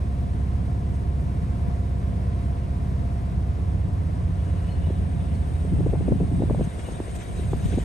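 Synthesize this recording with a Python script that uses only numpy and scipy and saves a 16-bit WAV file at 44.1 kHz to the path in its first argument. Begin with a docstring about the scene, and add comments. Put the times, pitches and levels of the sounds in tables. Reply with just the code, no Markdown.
"""A V8 car rolls along a town street at low revs, heard by an open side window.
First, engine lines form a burble and thin whine over noise-shaped road rumble and tyre roar.
The throttle is eased at 3.3 s: the revs sink, resonant noise booms in the cabin, and an axle tone sings a while.
The draught (filtered noise) then swells, with faint whistles, gusts and short buffets on the microphone.
It swings round from 5.6 s, moving the exhaust in stereo; from 6.7 to 7.3 s the bass drops away."""
import sys
import numpy as np
from scipy import signal
from scipy.fft import rfft, irfft
from scipy.io import wavfile

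SR = 44100
rng = np.random.default_rng(int(sys.argv[2]) if len(sys.argv) > 2 else 0)


def generate_wav(sig):
    """Save sig (samples, or channels by samples) to the path in sys.argv[1] as 16-bit PCM at SR."""
    pcm = np.round(np.clip(np.atleast_2d(sig).T, -1, 1) * 32767).astype(np.int16)
    wavfile.write(sys.argv[1], SR, pcm)


N = 345744
TIME_S = np.arange(N) / SR

# Microphone ports: (frequency [Hz], left-right likeness [-1..1], left lead [rad])
PORTS = [(40, .98, 0), (90, .95, 0), (250, .8, .2), (480, .3, 1.3), (700, .6, 2.2), (1200, .35, 3.2),
         (2100, .5, 6.1), (3300, .7, 7.5), (4900, .3, 7.0), (6500, .7, 6.3), (7700, .7, 6.9),
         (8600, .98, 6.25), (9400, .82, 4.6), (10230, .995, 3.14), (11100, .72, 1.6), (11800, .99, 0)]

# Noise spectra, relative levels: (frequency [Hz], density [dB per Hz])
RUMBLE_SPECTRUM = [(22, -25), (36, -12), (48, -4.5), (60, -3), (84, -2), (105, -5), (125, -9), (150, -3),
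                   (176, -4.5), (195, -15), (270, -24), (400, -42.5), (800, -70)]
TYRE_SPECTRUM = [(150, -7), (330, -0.5), (480, -1), (580, -3.5), (710, -1.5), (800, -8.5), (1000, -4.5),
                 (1090, -7.5), (1250, -12), (2100, -17.5), (3000, -24.5), (4300, -27), (5300, -28.5),
                 (7200, -33.5), (10200, -30), (11300, -28.5), (11900, -66)]
TURBULENCE_SPECTRUM = [(30, -14), (70, 4), (125, 11), (230, 1), (330, -8), (520, -18.5), (750, -18.5),
                       (1200, -40.5), (3000, -42.5)]
RUSH_SPECTRUM = [(900, 6), (1550, 7), (1850, 6), (2450, 6), (3200, 2), (3850, 3.5), (4450, -17),
                 (5700, -16), (8000, -40)]
HISS_SPECTRUM = [(2000, -7), (5000, -1), (5750, -3), (6450, 3), (7500, -2), (8500, 5.5), (9400, 1),
                 (10150, -1.5), (11000, -5), (12200, -10)]

# Gusts on the microphone: (start [s], end [s], turbulence level [dB])
GUSTS = [(4.749, 5.61, -36), (5.678, 6.627, -29), (6.738, 7.24, -39), (7.323, 7.794, -34.5)]
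# Lasting changes of the draught: (start [s], rise [s], rush gain [dB], hiss gain [dB], thin-hiss gain [dB])
DRAUGHT_SWELLS = [(4.2, 0.33, 6, 3, 13), (4.9, 0.56, 0.5, 2, 5), (6.3, 0.54, 4, 7.5, 4.5),
                  (7.5, 0.19, 1.5, 4.5, -18)]
# Brief flares of the draught: (centre [s], rush level [dB], hiss level [dB], length [s])
DRAUGHT_FLARES = [(0.95, -64, -59, .012), (5.355, -67, -60, 0.012), (6.645, -60, -51, 0.0064),
                  (6.798, -50.5, -53, 0.007), (6.87, -55, -62, 0.01), (7.16, -49.5, -48, 0.0063),
                  (7.215, -49.5, -52, 0.014), (7.385, -53, -56.5, 0.019), (7.435, -54.5, -64, 0.008),
                  (7.662, -51, -53, .011), (7.728, -47, -54, 0.013), (7.785, -57, -70, .016)]
# Air whistling at the window edge: (centre [s], frequency [Hz], level [dB], length [s])
WHISTLES = [(4.7, 2900, -66, .22), (4.47, 2900, -66, .04), (4.68, 2950, -61, .04), (4.728, 4260, -63, .03),
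            (4.86, 2950, -62, .035), (4.985, 3400, -62, .018), (5.355, 4350, -66, .015),
            (6.81, 3300, -57, .015), (6.87, 2850, -54, .018)]
# Wind buffets: (start [s], peak before panning [dB], length [s], upper edge [Hz])
BUFFETS = [(4.897, -19.5, 0.014, 496), (5.143, -32, .016, 380), (5.345, -30, 0.019, 344),
           (5.644, -22, 0.014, 435), (5.715, -20.5, 0.028, 326), (5.785, -20.5, 0.03, 360),
           (5.805, -22.5, 0.0056, 560), (5.856, -14, 0.019, 486), (5.924, -14, 0.016, 483),
           (5.948, -25.5, 0.014, 735), (6.004, -22, 0.012, 515), (6.076, -12, 0.012, 464),
           (6.098, -18, 0.023, 350), (6.117, -14, 0.0095, 490), (6.13, -19, 0.032, 294),
           (6.198, -18, 0.021, 465), (6.217, -22, 0.021, 395), (6.31, -21.5, .016, 315),
           (6.36, -21.5, 0.037, 276), (6.396, -15, 0.015, 354), (6.417, -13, 0.011, 556),
           (6.433, -14, 0.0047, 480), (6.497, -18.5, 0.0032, 890), (6.502, -13, 0.011, 526),
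           (6.542, -23, 0.0099, 666), (6.59, -19.5, 0.0101, 506), (6.604, -15, 0.014, 530),
           (6.655, -21, 0.017, 218), (6.772, -25, 0.031, 484), (6.882, -25.5, 0.013, 694),
           (6.914, -27, 0.013, 403), (6.999, -26, 0.0048, 900), (6.997, -17.5, 0.008, 434),
           (7.078, -27, .009, 600), (7.388, -25, 0.014, 423), (7.531, -21.5, 0.0047, 910),
           (7.53, -16.5, 0.0052, 455), (7.722, -21, 0.018, 392), (7.772, -13, 0.004, 335),
           (7.779, -15, 0.0078, 544)]

# Level the body panels give a higher engine line: (frequency [Hz], level [dB])
PANELS = [(250, -59.5), (370, -60.5), (410, -62), (500, -62.5), (545, -65), (610, -65), (660, -61.5),
          (700, -56.5), (730, -61), (790, -71), (860, -73), (920, -70), (1010, -68.5), (1200, -77)]
# Lines that stand out or sink: (multiple of cycle rate, cruising gain [dB], off-throttle gain [dB])
WHINE_LINES = [(36, -5, -4), (38, -7, -1), (39, 3, -4), (40, -6, -3), (42, 5, -2), (43, -1.5, -3),
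               (44, -2, -3), (45, -4, 2), (46, 5, 0), (47, -1, -4), (48, 0, 4), (49, -1, -6), (50, -3, 2)]
# Engine speed: (time [s], four-stroke cycle rate [Hz])
ENGINE_SPEED = [(0.0, 17.01), (0.7, 16.86), (1.4, 16.77), (2.1, 16.58), (2.9, 16.53), (3.4, 16.28),
                (4.0, 15.71), (4.5, 15.21), (5.1, 14.51), (5.6, 13.94), (6.1, 13.07), (6.8, 12.46),
                (7.3, 12.12), (7.84, 12.03)]
# Exhaust lines: (multiple of cycle rate, cruising [dB], coasting [dB], idling [dB])
EXHAUST_LINES = [(2, -41, -50, -60), (3, -38, -45, -49), (4, -27, -32, -36), (5, -34, -31, -33.5),
                 (6, -33, -28, -34), (7, -36, -47, -39), (8, -41, -39, -36), (9, -42, -46, -40),
                 (10, -47, -49, -48), (11, -41, -41, -45), (12, -45, -51, -48), (13, -49, -48, -50),
                 (14, -51, -57, -44), (15, -47, -57, -45), (16, -53, -55, -53), (17, -59, -55, -54),
                 (18, -58, -56, -54), (19, -58, -51, -51), (20, -55, -57, -55)]

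# Rumble: base level, change at full throttle, share of a gust's swing added
RUMBLE_BASE_DB, RUMBLE_PULLING_DB, GUST_RUMBLE_SHARE = -30, -4.5, 0.51
BREEZE_DB, GUST_RISE_S, GUST_FALL_S = -39, 0.046, 0.022
# Draught before swells and flares
RUSH_START_DB, HISS_START_DB, THIN_HISS_START_DB = -64.5, -69, -80.5
THIN_HISS_HZ, THIN_HISS_WIDTH_HZ = 8970, 1300
AXLE_HZ, AXLE_DB, AXLE_START_S, AXLE_END_S, AXLE_EDGE_S = 541, -56, 4.1, 5.6, 0.25
WHINE_LEAD_S = 0.0003
EASE_START_S, EASE_LENGTH_S = 3.27, 0.53
IDLE_FROM_HZ, IDLE_FULL_HZ = 13.9, 12.9  # cycle rate
OVERRUN_START_DB, OVERRUN_HZ, OVERRUN_WIDTH_HZ = -29.5, 76.5, 20.7
OVERRUN_RISE_S, OVERRUN_FADE_DB_PER_S = 0.3, 3
DRIVELINE_RATIO, DRIVELINE_DB = 4.55, -36.5  # ratio to cycle rate
TURN_START_S, TURN_LENGTH_S = 5.6, 1.1
EXHAUST_START_LEFT_DB, TURNED_LEAD_S = -1.6, 0.0005
DIP_START_S, DIP_END_S, DIP_FALL_S, DIP_RETURN_S = 6.67, 7.28, 0.04, 0.18
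DIP_EXHAUST_DB, DIP_RUMBLE_DB = -7, -8.5
CEILING, CUTOFF_HZ = 0.45, 12100


def from_db(db):
    """Decibels to amplitude gain."""
    return 10 ** (np.asarray(db) / 20)


def rms_one(x):
    """Scale to unit power."""
    return x / np.sqrt(np.mean(x ** 2) + 1e-20)


def at_hz(points, hz):
    """Interpolate a curve on a log-frequency axis."""
    at, values = np.transpose(points)
    return np.interp(np.log(hz + 1e-9), np.log(at), values)


def pan(left_db):
    """Two channel gains, left_db apart."""
    return from_db(np.array([[0.5], [-0.5]]) * left_db)


def ramp(start_s, length_s):
    """Linear rise from 0 to 1."""
    return np.clip((TIME_S - start_s) / max(length_s, 0.001), 0, 1)


def drift(rate_hz):
    """Low-passed random drift with a spread of 1, drawn at every 48th sample."""
    step = 48
    coarse_s = TIME_S[::step]
    hz = np.fft.rfftfreq(len(coarse_s), step / SR)
    spectrum = rfft(rng.standard_normal(len(coarse_s))) / (1 + (hz / rate_hz) ** 2)
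    slow = irfft(spectrum, len(coarse_s))
    return np.interp(TIME_S, coarse_s, rms_one(slow))


def noise(spectrum, likeness=None):
    """Coloured stereo noise, rms 1, with the ports' phase lead and, by default, their likeness."""
    hz = np.fft.rfftfreq(N, 1 / SR)
    ports = np.array(PORTS)
    alike = at_hz(ports[:, :2], hz) if likeness is None else likeness
    alike = np.clip(alike, -1, 1)
    mid, side = rfft(rng.standard_normal((2, N)))
    both = np.sqrt(1 + alike) * mid + np.sqrt(1 - alike) * side * [[1], [-1]]
    both[0] *= np.exp(1j * at_hz(ports[:, ::2], hz))
    # 12 dB per octave beyond the outer points
    low_end = np.minimum(hz / spectrum[0][0], 1) ** 2
    high_end = np.maximum(hz / spectrum[-1][0], 1) ** 2
    colour = from_db(at_hz(spectrum, hz)) * low_end / high_end
    return rms_one(irfft(both * colour, N))


def patchy(spectrum, low_hz, high_hz, count):
    """Noise whose narrow bands swell and fade independently; rms 1."""
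    depth_db, rate_hz = 3.2, 16
    sources = [noise(spectrum), noise(spectrum)]
    edges_hz = np.geomspace(low_hz, high_hz, count + 1)
    out = 0
    for k in range(count):
        sos = signal.butter(2, edges_hz[k:k + 2], "band", fs=SR, output="sos")
        band = signal.sosfilt(sos, sources[k % 2])
        out = out + from_db(depth_db * drift(rate_hz)) * band
    return rms_one(out)


def resonance(x, hz, width_hz):
    """Two-pole resonance with about unit gain on top."""
    r = np.exp(-np.pi * width_hz / SR)
    zeros = np.array([1, 0, -1]) * (1 - r * r) / 2
    poles = [1, -2 * r * np.cos(2 * np.pi * hz / SR), r * r]
    return signal.lfilter(zeros, poles, x)


def gust_level():
    """Turbulence level in dB: a light breeze, and gusts that rise, hold and fall."""
    level_db = np.full(N, float(BREEZE_DB))
    for start_s, end_s, gust_db in GUSTS:
        gust = ramp(start_s, GUST_RISE_S) - ramp(end_s, GUST_FALL_S)
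        level_db += (gust_db - BREEZE_DB) * gust
    return level_db


def rumble(throttle, dip, turbulence_db):
    """Low cabin noise, quieter under throttle and stirred by gusts."""
    level_db = RUMBLE_BASE_DB + RUMBLE_PULLING_DB * throttle + DIP_RUMBLE_DB * dip
    level_db = level_db + GUST_RUMBLE_SHARE * (turbulence_db - BREEZE_DB)
    return from_db(level_db) * noise(RUMBLE_SPECTRUM) * pan(-3.4)


def tyres(cycles, roar_db=-43.0, grain_db=0.44, throb=0.036):
    """Steady noise roar that throbs a little with the engine cycle."""
    level = from_db(roar_db + grain_db * drift(3.0))
    return level * noise(TYRE_SPECTRUM) * (1 + throb * np.sin(2 * np.pi * cycles)) * pan(0.45)


def slipstream(turbulence_db, lump_db=4.5, flutter_db=1.2):
    """Air past the window: lumpy turbulence below, patchy rush, and broad and thin hiss above."""
    gains_db = np.zeros((3, N))
    for start_s, rise_s, *gained_db in DRAUGHT_SWELLS:
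        gains_db += np.outer(gained_db, ramp(start_s, rise_s))
    rush_db, hiss_db, thin_db = gains_db

    flares = np.zeros((2, N))
    for centre_s, *levels_db, length_s in DRAUGHT_FLARES:
        shape = np.exp(-((TIME_S - centre_s) / length_s / 2) ** 2)
        flares += np.outer(from_db(levels_db), shape)
    rush_flare, hiss_flare = flares

    churn = from_db(turbulence_db + lump_db * drift(69)) * noise(TURBULENCE_SPECTRUM, likeness=0.14)
    rush_level = np.hypot(from_db(RUSH_START_DB + rush_db), rush_flare)
    rush = rush_level * patchy(RUSH_SPECTRUM, 1287, 5200, count=20)
    hiss_level = np.hypot(from_db(HISS_START_DB + hiss_db + flutter_db * drift(34)), hiss_flare)
    hiss = hiss_level * patchy(HISS_SPECTRUM, 2502, 12350, count=30)
    thin_noise = rms_one(resonance(noise(HISS_SPECTRUM), THIN_HISS_HZ, THIN_HISS_WIDTH_HZ))
    thin = from_db(THIN_HISS_START_DB + thin_db) * thin_noise
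    return churn * pan(5.0) + rush * pan(5.4) + (hiss + thin) * pan(0.3)


def whistles(width_hz=90):
    """Brief swells of noise, each through one narrow resonance applied twice."""
    out = np.zeros(N)
    for centre_s, hz, level_db, length_s in WHISTLES:
        once = resonance(rng.standard_normal(N), hz, width_hz)
        tone = rms_one(resonance(once, hz, width_hz))
        out += from_db(level_db) * np.exp(-((TIME_S - centre_s) / length_s) ** 2 / 2) * tone
    return out * pan(3.7)


def buffets(low_hz=160, apart=0.18, skirt=1.3):
    """Eddies hit the ports as brief noise bursts that fall ever more steeply above their upper edge."""
    out, size = np.zeros((2, N)), SR // 8
    for start_s, level_db, length_s, top_hz in BUFFETS:
        age = np.arange(size) / SR / length_s
        swell = np.exp(-(2 * age - 1) ** 2) * np.minimum(4 * age, 1)
        spectrum = rfft(swell * rng.standard_normal((2, size)))
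        # equal magnitudes even out the burst's spectrum
        burst = np.sqrt(swell) * irfft(spectrum / (np.abs(spectrum) + 1e-12), size)
        top_hz = max(top_hz, 1.2 * low_hz)
        band = signal.butter(2, [low_hz, top_hz], "band", fs=SR, output="sos")
        lowpass = signal.butter(3, skirt * top_hz, fs=SR, output="sos")
        mid, side = signal.sosfilt(lowpass, signal.sosfilt(band, burst))
        eddy = mid + apart * side * [[1], [-1]]
        start = int(start_s * SR)
        out[:, start:start + size] += from_db(level_db) * eddy[:, :N - start] / np.abs(mid).max()
    return out * pan(1.1)


def axle():
    """One thin, slightly unsteady gear tone while the wheels drive the engine."""
    coasting = ramp(AXLE_START_S, AXLE_EDGE_S) - ramp(AXLE_END_S, AXLE_EDGE_S)
    phase = 2 * np.pi * AXLE_HZ * TIME_S + 0.5 * drift(2)
    return np.sqrt(2) * from_db(AXLE_DB) * coasting * np.sin([phase + 1, phase])


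def revs():
    """Cycle rate in Hz, throttle (0-1) and nearness to idling (0-1)."""
    speed_hz = np.interp(TIME_S, *np.transpose(ENGINE_SPEED))
    idling = np.clip((IDLE_FROM_HZ - speed_hz) / (IDLE_FROM_HZ - IDLE_FULL_HZ), 0, 1)
    throttle = 1 - ramp(EASE_START_S, EASE_LENGTH_S)
    return speed_hz, throttle, idling


def whine(speed_hz, cycles, throttle):
    """Higher engine lines slide through panel resonances; their phase wavers more off the throttle."""
    waver_db, pulling_rad, loose_rad = 1.6, 0.2, 0.45
    wavers = [drift(2.5) for _ in range(11)]
    added_db = {round(k): (on_db, off_db) for k, on_db, off_db in WHINE_LINES}
    unsteady_rad = loose_rad + (pulling_rad - loose_rad) * throttle
    out = np.zeros((2, N))
    for k in range(21, 68):
        on_db, off_db = added_db.get(k, (0, 0))
        level_db = at_hz(PANELS, k * speed_hz) + off_db + (on_db - off_db) * throttle
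        level_db = level_db + waver_db * wavers[k % len(wavers)]
        phase = 2 * np.pi * (k * cycles + rng.random())
        phase = phase + unsteady_rad * wavers[(2 * k + 1) % len(wavers)]
        lead_rad = 2 * np.pi * k * speed_hz * WHINE_LEAD_S
        out += from_db(level_db) * np.sin([phase + lead_rad, phase])
    return np.sqrt(2) * out * pan(1.7)


def overrun():
    """Uneven firing, as noise, rings the cabin's boom once the throttle is eased, then fades."""
    once = resonance(rng.standard_normal(N), OVERRUN_HZ, OVERRUN_WIDTH_HZ)
    boom = rms_one(resonance(once, OVERRUN_HZ, OVERRUN_WIDTH_HZ))
    fade_db = OVERRUN_FADE_DB_PER_S * np.maximum(TIME_S - EASE_START_S, 0)
    return from_db(OVERRUN_START_DB - fade_db) * ramp(EASE_START_S, OVERRUN_RISE_S) * boom


def engine(cycles, throttle, idling, waver_db=0.8, scatter=0.55):
    """Uneven exhaust pulses as lines at multiples of the cycle rate, balanced by load."""
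    wavers = [waver_db * drift(2) for _ in range(5)]
    out = np.zeros(N)
    for multiple, cruising_db, coasting_db, idling_db in EXHAUST_LINES:
        k = round(multiple)
        off_db = coasting_db + idling * (idling_db - coasting_db)
        level_db = throttle * cruising_db + (1 - throttle) * off_db
        # lines partly in step lump together once a cycle: the burble
        phase = 2 * np.pi * (k * cycles + scatter * rng.random())
        out += from_db(level_db + wavers[k % len(wavers)]) * np.sin(phase)
    # geared driveline hum beats against the exhaust
    out += from_db(DRIVELINE_DB) * np.sin(2 * np.pi * DRIVELINE_RATIO * cycles)
    return np.sqrt(2) * out


def turning(x):
    """As the microphone swings round, the rightward lean halves and the left port gains a time lead."""
    turn = ramp(TURN_START_S, TURN_LENGTH_S)
    late = np.interp(TIME_S - TURNED_LEAD_S * turn, TIME_S, x)
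    return np.array([x, late]) * pan(EXHAUST_START_LEFT_DB * (1 - 0.5 * turn))


def scene():
    """Sum road, air and engine; the dip lowers exhaust and rumble."""
    speed_hz, throttle, idling = revs()
    cycles = np.cumsum(speed_hz) / SR
    turbulence_db = gust_level()
    dip = ramp(DIP_START_S, DIP_FALL_S) - ramp(DIP_END_S, DIP_RETURN_S)
    road = rumble(throttle, dip, turbulence_db) + tyres(cycles)
    air = slipstream(turbulence_db) + whistles() + buffets()
    exhaust = turning(engine(cycles, throttle, idling) + overrun())
    exhaust = from_db(DIP_EXHAUST_DB * dip) * exhaust
    return road + air + axle() + whine(speed_hz, cycles, throttle) + exhaust


def record(dry):
    """Fade both ends over 3 ms, round the peaks and cut the top."""
    edges = np.minimum(np.minimum(TIME_S, TIME_S[-1] - TIME_S) / 0.003, 1)
    rounded = CEILING * np.tanh(dry * edges / CEILING)
    lowpass = signal.ellip(10, 0.3, 80, CUTOFF_HZ, fs=SR, output="sos")
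    return signal.sosfilt(lowpass, rounded)


dry = scene()
out = record(dry)
generate_wav(out)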